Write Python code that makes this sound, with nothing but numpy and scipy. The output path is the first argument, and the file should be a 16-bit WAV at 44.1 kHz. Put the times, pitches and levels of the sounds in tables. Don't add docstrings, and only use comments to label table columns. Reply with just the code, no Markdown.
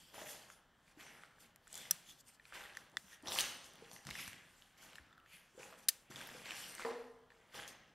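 import sys
import numpy as np
from scipy import signal
from scipy.fft import rfft, irfft, next_fast_len
from scipy.io import wavfile

SR = 44100
rng = np.random.default_rng(int(sys.argv[2]) if len(sys.argv) > 2 else 0)


def to_wav(sig):
    pcm = np.clip(np.atleast_2d(sig), -1, 1) * 32767
    pcm = np.round(pcm).astype(np.int16)
    wavfile.write(sys.argv[1], SR, pcm.T)


N = 350418

# (peak time [s], rise [s], time from peak to lift [s], base fade [dB/s],
# crunch [dB], scuff [dB], rumble [dB], fine grit [dB])
STEPS = [(0.0, .05, 0.12, 33, -74.5, -88, -76, -65.5), (.143, 0.022, 0.057, 41, -64.5, -60, -78, -58.5),
         (.2, 0.13, .3, 35, -57.5, -58.5, -71.5, -56.5), (.894, 0.29, 0.023, 36.5, -75, -83, -82, -76.5),
         (1.004, 0.057, 0.25, 22.5, -60, -67.5, -73.5, -64),
         (1.439, 0.43, 0.009, 43.5, -68, -76, -73.5, -75), (1.765, 0.13, 0.33, 43, -57, -64, -72.5, -53.5),
         (2.1, 0.1, 0.011, 47, -66.5, -86.5, -70.5, -58),
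         (2.283, 0.062, 0.0099, 67, -70.5, -87, -87, -62.5), (2.48, 0.16, 0.025, 20, -68.5, -80, -112, -70),
         (2.546, 0.036, 0.33, 43, -54, -60, -84, -57), (2.79, 0.25, 0.1, 86, -66.5, -74, -73.5, -68.5),
         (2.938, 0.037, 0.014, 46, -79, -68.5, -66.5, -94), (3.135, 0.32, 0.0055, 48, -66, -88, -93, -63.5),
         (3.26, 0.043, 0.091, -5, -68, -53, -60, -62), (3.388, 0.13, 0.38, 83, -44, -52.5, -63.5, -39),
         (3.8, 0.5, 0.088, 13, -65.5, -71.5, -72, -73), (3.938, 0.11, 0.019, 35, -73, -64, -68, -59.5),
         (4.069, 0.0085, 0.014, 38, -55.5, -62.5, -55.5, -62), (4.21, 0.27, 0.3, 59, -55, -69, -66, -52.5),
         (4.6, 0.77, 0.13, 35, -73.5, -99, -91, -70), (4.86, 0.23, 0.32, 46, -63, -67.5, -72, -69),
         (5.34, 0.12, 0.17, 59, -69, -84, -90, -64), (5.597, 0.044, 0.69, 46, -59.5, -59, -70.5, -67.5),
         (6.105, 0.011, 0.13, 34, -61.5, -67, -61.5, -61),
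         (6.165, 0.022, 0.255, 11.5, -57.5, -61.5, -66.5, -59),
         (6.465, 0.07, 0.28, 13, -55, -63.5, -68, -58), (6.805, 0.11, 0.018, 56, -50, -59.5, -67, -59),
         (6.856, 0.015, .15, 87, -52, -46.5, -77, -69), (7.309, 0.032, 0.24, -3, -75, -77.5, -89, -83.5),
         (7.555, 0.048, 0.071, 53, -52, -56.5, -65.5, -57), (7.661, 0.05, 0.3, 53, -62.5, -63.5, -71, -68)]
FADE_FACTORS = [1.3, 1.63, 0.73, 1.85]
REST_DB = [-90.5, -83, -83.5, -100]
# (frequency [Hz], level [dB])
GRIT_TONE = [(410, -38), (700, -15), (1650, 9.5), (1810, 8), (2390, 5.5), (3370, 2), (4170, -2),
             (6390, -10.5), (9000, -18), (11700, -42), (19800, -120)]
# (time [s], level [dB], pitch [Hz])
HEELS = [(0.137, -61, 410), (0.18, -43.5, 840), (0.2185, -42.5, 620), (0.241, -47.5, 600),
         (0.972, -54, 304), (1.909, -55.5, 167), (3.04, -61, 196), (3.233, -50.5, 288), (3.28, -57.5, 92),
         (3.822, -48, 456), (4.057, -51.5, 148), (4.1, -58, 62), (4.277, -55, 101), (4.999, -60.5, 74),
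         (5.339, -63.5, 172), (5.549, -59.5, 397), (5.577, -47.5, 504), (5.596, -48.5, 490),
         (6.1, -53, 356), (6.348, -48.5, 502)]
# (time [s], level [dB], pitch [Hz], noise over ring [dB])
SNAPS = [(0.501, -43.5, 1840, -8), (1.009, -45.5, 3100, -19), (1.235, -43, 1680, -29.5),
         (1.728, -38.5, 8100, -18), (1.742, -38.5, 5230, 5), (1.754, -34, 7550, -9), (1.777, -35, 7000, -3),
         (2.095, -47.5, 3100, -2), (2.524, -40, 1050, -21), (2.751, -45, 1870, -3),
         (3.258, -42.5, 1800, -25), (3.272, -34, 3700, -20), (3.283, -31, 5660, -20),
         (3.32, -25.5, 3400, -10), (3.352, -29, 5650, -9), (3.361, -31, 1260, -15),
         (3.387, -16.5, 3200, -4.5), (3.394, -25, 5600, -8), (3.398, -25, 9500, -2),
         (3.4015, -24.5, 3280, -22), (3.4066, -20.5, 6460, -4), (3.413, -25, 6200, -9),
         (3.914, -40.5, 800, 4.5), (3.932, -44, 9000, -10), (3.963, -43, 2000, -10),
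         (4.051, -44.5, 1840, 2), (4.069, -34, 1780, 1), (4.09, -37, 1870, -11), (4.104, -38.5, 5040, -2),
         (4.109, -34, 2300, -5), (4.153, -34, 2050, -7), (4.161, -39, 2600, -8), (4.171, -41, 2300, -5),
         (4.188, -39, 2320, -6), (4.197, -40, 2390, -17), (4.278, -36, 1760, 3), (4.331, -39, 1720, -8.5),
         (4.622, -47.5, 2960, -22), (4.932, -46, 2870, -8), (5.63, -41, 2570, -18),
         (5.7265, -45.5, 994, -19), (5.74, -47.5, 950, -19), (6.112, -43.5, 1690, 0),
         (6.159, -37, 3450, -22), (6.213, -36.5, 2720, -5), (6.272, -41, 11400, -25),
         (6.29, -40.5, 1780, -11), (6.397, -48, 2440, -19), (6.457, -37, 2630, -16),
         (6.5074, -32, 2800, -6), (6.519, -37, 2390, -8), (6.751, -35.5, 8500, -25),
         (6.795, -34.5, 1460, -11.5), (6.85, -37, 2400, -14), (7.544, -45, 2270, -10),
         (7.678, -38.5, 6430, 0)]
# (peak time [s], rise [s], fall [s], level [dB])
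RASPS = [(2.56, 0.1, 0.099, -55.5), (3.42, 0.079, 0.15, -53), (4.2, 0.075, 0.12, -48.5),
         (5.34, 0.12, 0.12, -60), (6.2, 0.24, 0.33, -61.5), (6.5, 0.2, 0.16, -54.5)]
# (start [s], end [s], pitch [Hz], level [dB])
SCRAPES = [(-.1, 0.155, 3180, -71.5), (-.1, .15, 4540, -76), (0.868, 0.964, 2400, -81),
           (3.112, 3.155, 1860, -64.5), (3.268, 3.311, 3730, -51), (3.267, 3.306, 5700, -51.5),
           (5.074, 5.266, 1333, -70), (6.45, 6.73, 5500, -61)]
# (time [s], strength [dB])
KNOCKS = [(6.849, -30.5), (6.888, -45), (6.913, -36.5), (6.955, -43.5), (7.0, -53)]
# (pitch [Hz], level [dB], time to fade by 60 dB [s])
HOLLOW_TONES = [(244.6, -25, 0.2), (252.4, -18, 0.3), (464, -10.5, 0.22), (481, -8.5, 0.19),
                (624, -15, 0.17), (985, -17.5, 0.11), (1029, -15, 0.062), (1190, -12, 0.032),
                (1815, -12.5, 0.041)]
# (time [s], level [dB], pitch [Hz], noise over ring [dB], noise centre [Hz],
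# ring time [s])
TICKS = [(0.879, -53, 2320, -8, 7000, 0.014), (1.56, -47, 1830, 7, 5900, 0.012),
         (1.672, -47, 1510, -6, 4500, 0.016), (1.678, -47, 7760, -7, 8000, 0.012),
         (1.9096, -14, 5900, 5.5, 10100, 0.015), (2.397, -50, 1810, -30, 7000, 0.035),
         (2.454, -45.5, 2430, -9, 6000, 0.015), (2.771, -28.5, 1850, -2.5, 5100, 0.011),
         (2.898, -59, 6000, 1, 7000, 0.008), (2.917, -58, 7000, 2, 7000, 0.0074),
         (2.97, -22, 1920, -4.5, 2700, 0.016), (3.205, -54, 1780, -20, 5030, .014),
         (3.226, -50, 8840, 3, 8000, 0.008), (3.644, -49, 6960, -3, 8000, 0.008),
         (3.663, -48, 6310, 4, 7500, 0.014), (3.736, -50, 9250, 10, 7500, 0.008),
         (3.756, -47.5, 3270, 4, 6000, 0.008), (3.782, -59, 4500, -8, 6000, .01),
         (3.846, -52, 3320, -7, 7000, 0.0088), (3.99, -53, 1800, -13, 7000, 0.012),
         (4.956, -39.5, 2920, -6.5, 7000, 0.0035), (4.983, -40.5, 1710, -18, 7000, 0.021),
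         (5.099, -60, 1480, -12, 7000, 0.015), (5.128, -51.5, 1960, -13.5, 7000, 0.013),
         (5.179, -51, 1500, -7, 7000, 0.012), (5.2, -56, 2720, -2, 7040, 0.012),
         (5.261, -51.5, 1800, -16.5, 6950, 0.014), (5.8847, -13.5, 4900, 8.5, 7300, 0.02),
         (7.042, -55, 2500, -14, 5950, 0.0075), (7.304, -50, 1790, -21, 3450, 0.016),
         (7.319, -55.5, 1790, -33.5, 7100, 0.022)]
# (pitch [Hz], level [dB], ring time [s])
SHELL_TONES = [(1270, -39, 0.022), (1800, -11.5, 0.026), (2630, -30.5, 0.016), (3480, -12.5, 0.016),
               (3940, -21.5, 0.016), (7600, -24.5, 0.019)]
# (peak time [s], rise [s], fall [s], level [dB])
SWISHES = [(.3, 0.097, 0.28, -52), (.52, 0.058, 0.14, -63.5), (1.405, 0.026, 0.14, -62.5),
           (2.21, 0.1, 0.018, -61.5), (2.35, 0.1, 0.04, -66), (3.33, 0.06, .1, -42),
           (3.655, 0.046, 0.22, -63), (4.28, 0.018, 0.027, -55), (4.78, 0.016, .1, -65.5),
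           (4.96, .04, 0.064, -65), (4.825, 0.045, 0.17, -59), (5.635, 0.15, 0.25, -59.5),
           (5.79, .04, 0.095, -64), (5.835, 0.052, .06, -64), (6.6, 0.18, 0.5, -53.5),
           (6.88, 0.13, .1, -63.5), (1.705, 0.027, .04, -68), (7.685, 0.021, 0.088, -55)]
# (frequency [Hz], level [dB])
RUSTLE_TONE = [(2060, -11), (3500, 1.5), (3750, -8), (4370, -2.5), (5900, -1.5), (11500, -5.5),
               (14100, -10.5), (16000, -29)]
# (frequency [Hz], time to fade by 60 dB [s])
HALL_FADE = [(100, 0.43), (500, 1), (2000, 0.76), (6000, 0.73), (14000, 0.3)]
# (frequency [Hz], level [dB])
AIR_TONE = [(15, -22.5), (25, 8.5), (172, 3.5), (309, -3.5), (952, -2), (1760, 0.5), (2500, -19.5),
            (3090, -3), (3830, -13.5), (7000, -19), (12100, -25.5), (15000, -22.5)]
# (frequency [Hz], gain of the side signal [dB])
WIDTH = [(60, -18.5), (130, -14.5), (260, -18), (500, -16), (2000, -21), (4500, -24.5), (7000, -5),
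         (10000, -9.5), (14000, -20)]
# (frequency [Hz], left over right [dB])
BALANCE = [(60, 2.4), (250, 1.2), (1000, 0.1), (4000, 0.1), (8000, 1.2)]

SWELL_DB, LIFT_DB_PER_S = 28.5, 220.5
PATTER_DB, PATTER_FADE_S = -18.5, 0.25
SHELL_DB_PER_OCTAVE = -1.5
CRACKLE_S, CRACKLE_S_PER_DB = 0.013, 0.04
HALL_DB, AIR_DB = -7.5, -74
ECHO_DB, ECHO_FADE_S = -36, 0.41
TOP_HZ = 16100


def crunch(level_db):
    clicks = grains(per_s=2200, uneven_db=3.0)
    grain_size = rng.integers(0, 18, N)
    rings = 0
    for k, hz in enumerate(np.geomspace(800, 8500, 18)):
        share = amp(at_hz(GRIT_TONE, hz) + 3.3 * drift(8.0))
        rings = rings + hz * ring(share * clicks * (grain_size == k), hz, 17.0 / hz)
    return amp(level_db) * unit(rings)


def sole(scuff_db, rumble_db):
    scuff = band(grains(per_s=1500, uneven_db=4.0), 382, 1100)
    rumble = band(band(grains(per_s=1300, uneven_db=3.0), 110, 299), 60, 440)
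    return amp(scuff_db) * unit(scuff) + amp(rumble_db) * unit(rumble)


def footsteps():
    powers = []
    for k, (factor, rest_db) in enumerate(zip(FADE_FACTORS, REST_DB)):
        steps = sum(amp(levels[k]) ** 2 * swell(peak, rise, factor * fade, lift)
                    for peak, rise, lift, fade, *levels in STEPS)
        powers.append(amp(rest_db) ** 2 + steps)
    return powers


def heels():
    out, push = np.zeros(N), np.pad(np.hanning(60), (0, 6000))
    for s, db, hz in HEELS:
        thump = band(ring(push, hz, min(27.0 / hz, .12)), 51, 2000)
        add(out, s, amp(db) * thump / np.abs(thump).max())
    return out


def plaster_snaps():
    out = np.zeros(N)
    noises = rng.standard_normal((len(SNAPS), 1500))
    ratios = rng.uniform(0.6, 1.7, (len(SNAPS), 4))
    for (s, db, hz, noise_db), noise, ratio in zip(SNAPS, noises, ratios):
        tones = [(hz * r, -6, .004) for r in ratio]
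        snap = crack(noise, hz, noise_db, np.sqrt(hz * 8000), tones,
                     ring_s=0.0072, crackle_s=0.0072, first_hit=4.0)
        add(out, s, amp(db) * snap)
    return out


def crack(noise, hz, noise_db, noise_hz, extra_tones, ring_s, crackle_s, first_hit):
    t = np.arange(len(noise)) / SR
    hits = (noise ** 3 + first_hit * (t == 0)) * amp(-60 * np.maximum(t / crackle_s - .12, 0))
    tone = ring(hits, hz, ring_s) + .6 * ring(hits, hz * 1.045, ring_s)
    tone += 0.41 * ring(hits, hz * 1.3, ring_s * 0.65)
    tone += sum(amp(db) * ring(hits, pitch, fade_s) for pitch, db, fade_s in extra_tones)
    tone = band(tone, 780, TOP_HZ)
    spray = noise * amp(-60 * np.maximum(t / crackle_s - .1, 0)) * np.minimum(t / 0.00034, 1)
    spray = band(spray, noise_hz / 2.33, min(noise_hz * 2.33, TOP_HZ))
    sound = tone / np.abs(tone).max() + amp(noise_db) * spray / np.abs(spray).max()
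    return sound / np.abs(sound).max()


def sand_rasp():
    sand = band(band(grains(per_s=3400, uneven_db=2.0), 2000, 3300), 1800, 3600)
    return amp(level(strokes(RASPS) + 1e-14)) * unit(sand)


def chip_scrapes():
    out, t = 0, np.arange(N) / SR
    for start, end, hz, db in SCRAPES:
        progress = np.clip((t - start) / (end - start), 0, 1)
        singing = unit(ring(rng.standard_normal(N), hz, 31.0 / hz))
        out = out + amp(db) * np.sin(np.pi * progress) ** .5 * singing
    return out


def hollow_piece():
    out, t = np.zeros(N), np.arange(SR // 2) / SR
    chance_db = rng.normal(0, 2.5, (len(KNOCKS), len(HOLLOW_TONES)))
    for k, (hz, tone_db, ring_s) in enumerate(HOLLOW_TONES):
        hits = np.zeros(N)
        for (s, db), extra_db in zip(KNOCKS, chance_db[:, k]):
            patter = amp(PATTER_DB - 60 * t / PATTER_FADE_S) * rng.standard_normal(len(t))
            patter *= rng.random(len(t)) < 900 / SR
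            add(hits, s, amp(db + tone_db + extra_db) * ((t == 0) + patter))
        out += ring(hits, hz, ring_s)
    return band(band(out, 242, 3200), 238, 3200)


def camera_ticks():
    out = np.zeros(N)
    noises = rng.standard_normal((len(TICKS), 2500))
    chance_db = rng.normal(0, 3.0, (len(TICKS), len(SHELL_TONES)))
    for (s, db, hz, noise_db, noise_hz, ring_s), noise, extras in zip(TICKS, noises, chance_db):
        tilt_db = SHELL_DB_PER_OCTAVE * np.log2(hz / 2000)
        shell = [(pitch, tone_db + extra_db + tilt_db, fade_s)
                 for (pitch, tone_db, fade_s), extra_db in zip(SHELL_TONES, extras)]
        crackle_s = max(CRACKLE_S + CRACKLE_S_PER_DB * (db + 14), .003)
        tick = crack(noise, hz, noise_db, noise_hz, shell, ring_s, crackle_s, first_hit=14.0)
        add(out, s, amp(db) * tick)
    return band(band(out, 1050, TOP_HZ), 1000, TOP_HZ)


def rustle(level_db):
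    hiss, edges = 0, np.geomspace(2500, 16000, 15)
    for low, high in zip(edges, edges[1:]):
        hiss = hiss + amp(3.8 * drift(14.0)) * band(grains(per_s=3200, uneven_db=4.5), low, high)
    return amp(level_db) * unit(colour(hiss, RUSTLE_TONE))


def hall(x):
    t, tail = np.arange(SR) / SR, 0
    edges = np.geomspace(50, 16000, 13)
    for low, high in zip(edges, edges[1:]):
        decay = amp(-60 * t / at_hz(HALL_FADE, np.sqrt(low * high)))
        tail = tail + band(rng.standard_normal(len(t)), low, high) * decay
    tail = tail * np.clip(t / 0.0039 - .4, 0, 1)
    return signal.fftconvolve(x, tail / np.sqrt(np.sum(tail ** 2)))[:N]


def tick_echoes():
    out, t = np.zeros(N), np.arange(SR // 4) / SR
    for s, db, *_ in TICKS:
        add(out, s, amp(db + ECHO_DB - 60 * t / ECHO_FADE_S) * rng.standard_normal(len(t)))
    return band(out, 1400, 11000)


def air():
    return amp(AIR_DB) * unit(colour(rng.standard_normal(N), AIR_TONE))


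def stereo_microphone(direct, room, room_across):
    shifted = np.imag(signal.hilbert(direct, next_fast_len(N)))[:N]
    mid, side = direct + room, colour(shifted + room_across, WIDTH)
    left = colour(mid + side, [(hz, db / 2) for hz, db in BALANCE])
    right = colour(mid - side, [(hz, -db / 2) for hz, db in BALANCE])
    return np.array([left, right])


def swell(peak_s, rise_s, fade_db_per_s, lift_s=9.0):
    t = np.arange(0, N + 64, 64) / SR - peak_s
    fall_db = fade_db_per_s * np.maximum(t, 0) + LIFT_DB_PER_S * np.maximum(t - lift_s, 0)
    return amp(SWELL_DB * np.minimum(t, 0) / rise_s - fall_db) ** 2


def strokes(rows):
    return sum(amp(db) ** 2 * swell(s, rise, SWELL_DB / fall) for s, rise, fall, db in rows)


def level(power):
    return np.interp(np.arange(N) / 64, np.arange(len(power)), 10 * np.log10(power))


def grains(per_s, uneven_db):
    sizes = amp(uneven_db * np.minimum(rng.exponential(1, N), 4)) * rng.choice([-1, 1], N)
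    return unit(sizes * (rng.random(N) < per_s / SR))


def drift(per_s):
    points = rng.standard_normal(int(N / SR * per_s) + 2)
    return np.interp(np.arange(N) / SR * per_s, np.arange(len(points)), points)


def ring(clicks, hz, ring_s):
    decay, angle = amp(-60 / (ring_s * SR)), 2 * np.pi * min(hz, SR / 2.2) / SR
    return signal.lfilter([0, np.sin(angle)], [1, -2 * decay * np.cos(angle), decay ** 2], clicks + 1e-18)


def band(x, low_hz, high_hz):
    return signal.sosfilt(signal.butter(2, [low_hz, high_hz], "band", fs=SR, output="sos"), x)


def colour(x, points):
    size = next_fast_len(N)
    gain = amp(at_hz(points, np.fft.rfftfreq(size, 1 / SR)))
    return irfft(rfft(x, size) * gain, size)[:N]


def at_hz(points, hz):
    freqs, values = np.array(points).T
    return np.interp(np.log(np.maximum(hz, 1)), np.log(freqs), values)


def add(out, s, sound):
    i = round(s * SR)
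    out[i:i + len(sound)] += sound[:N - i]


def amp(db):
    return 10 ** (np.asarray(db) / 20)


def unit(x):
    return x / np.sqrt(np.mean(x ** 2) + 1e-20)


def scene():
    grit, scuff, rumble, fine_grit = footsteps()
    floor = crunch(level(grit)) + sole(level(scuff), level(rumble)) + sand_rasp() + heels()
    floor += plaster_snaps() + hollow_piece() + chip_scrapes()
    rustle_db = level(fine_grit + strokes(SWISHES))
    room, room_across = [amp(HALL_DB) * hall(floor) + rustle(rustle_db) + tick_echoes() + air()
                         for _ in range(2)]
    return stereo_microphone(floor + camera_ticks(), room, room_across)


def record(dry):
    return signal.sosfilt(signal.cheby2(14, 60, TOP_HZ + 300, fs=SR, output="sos"), dry)


dry = scene()
out = record(dry)
to_wav(out)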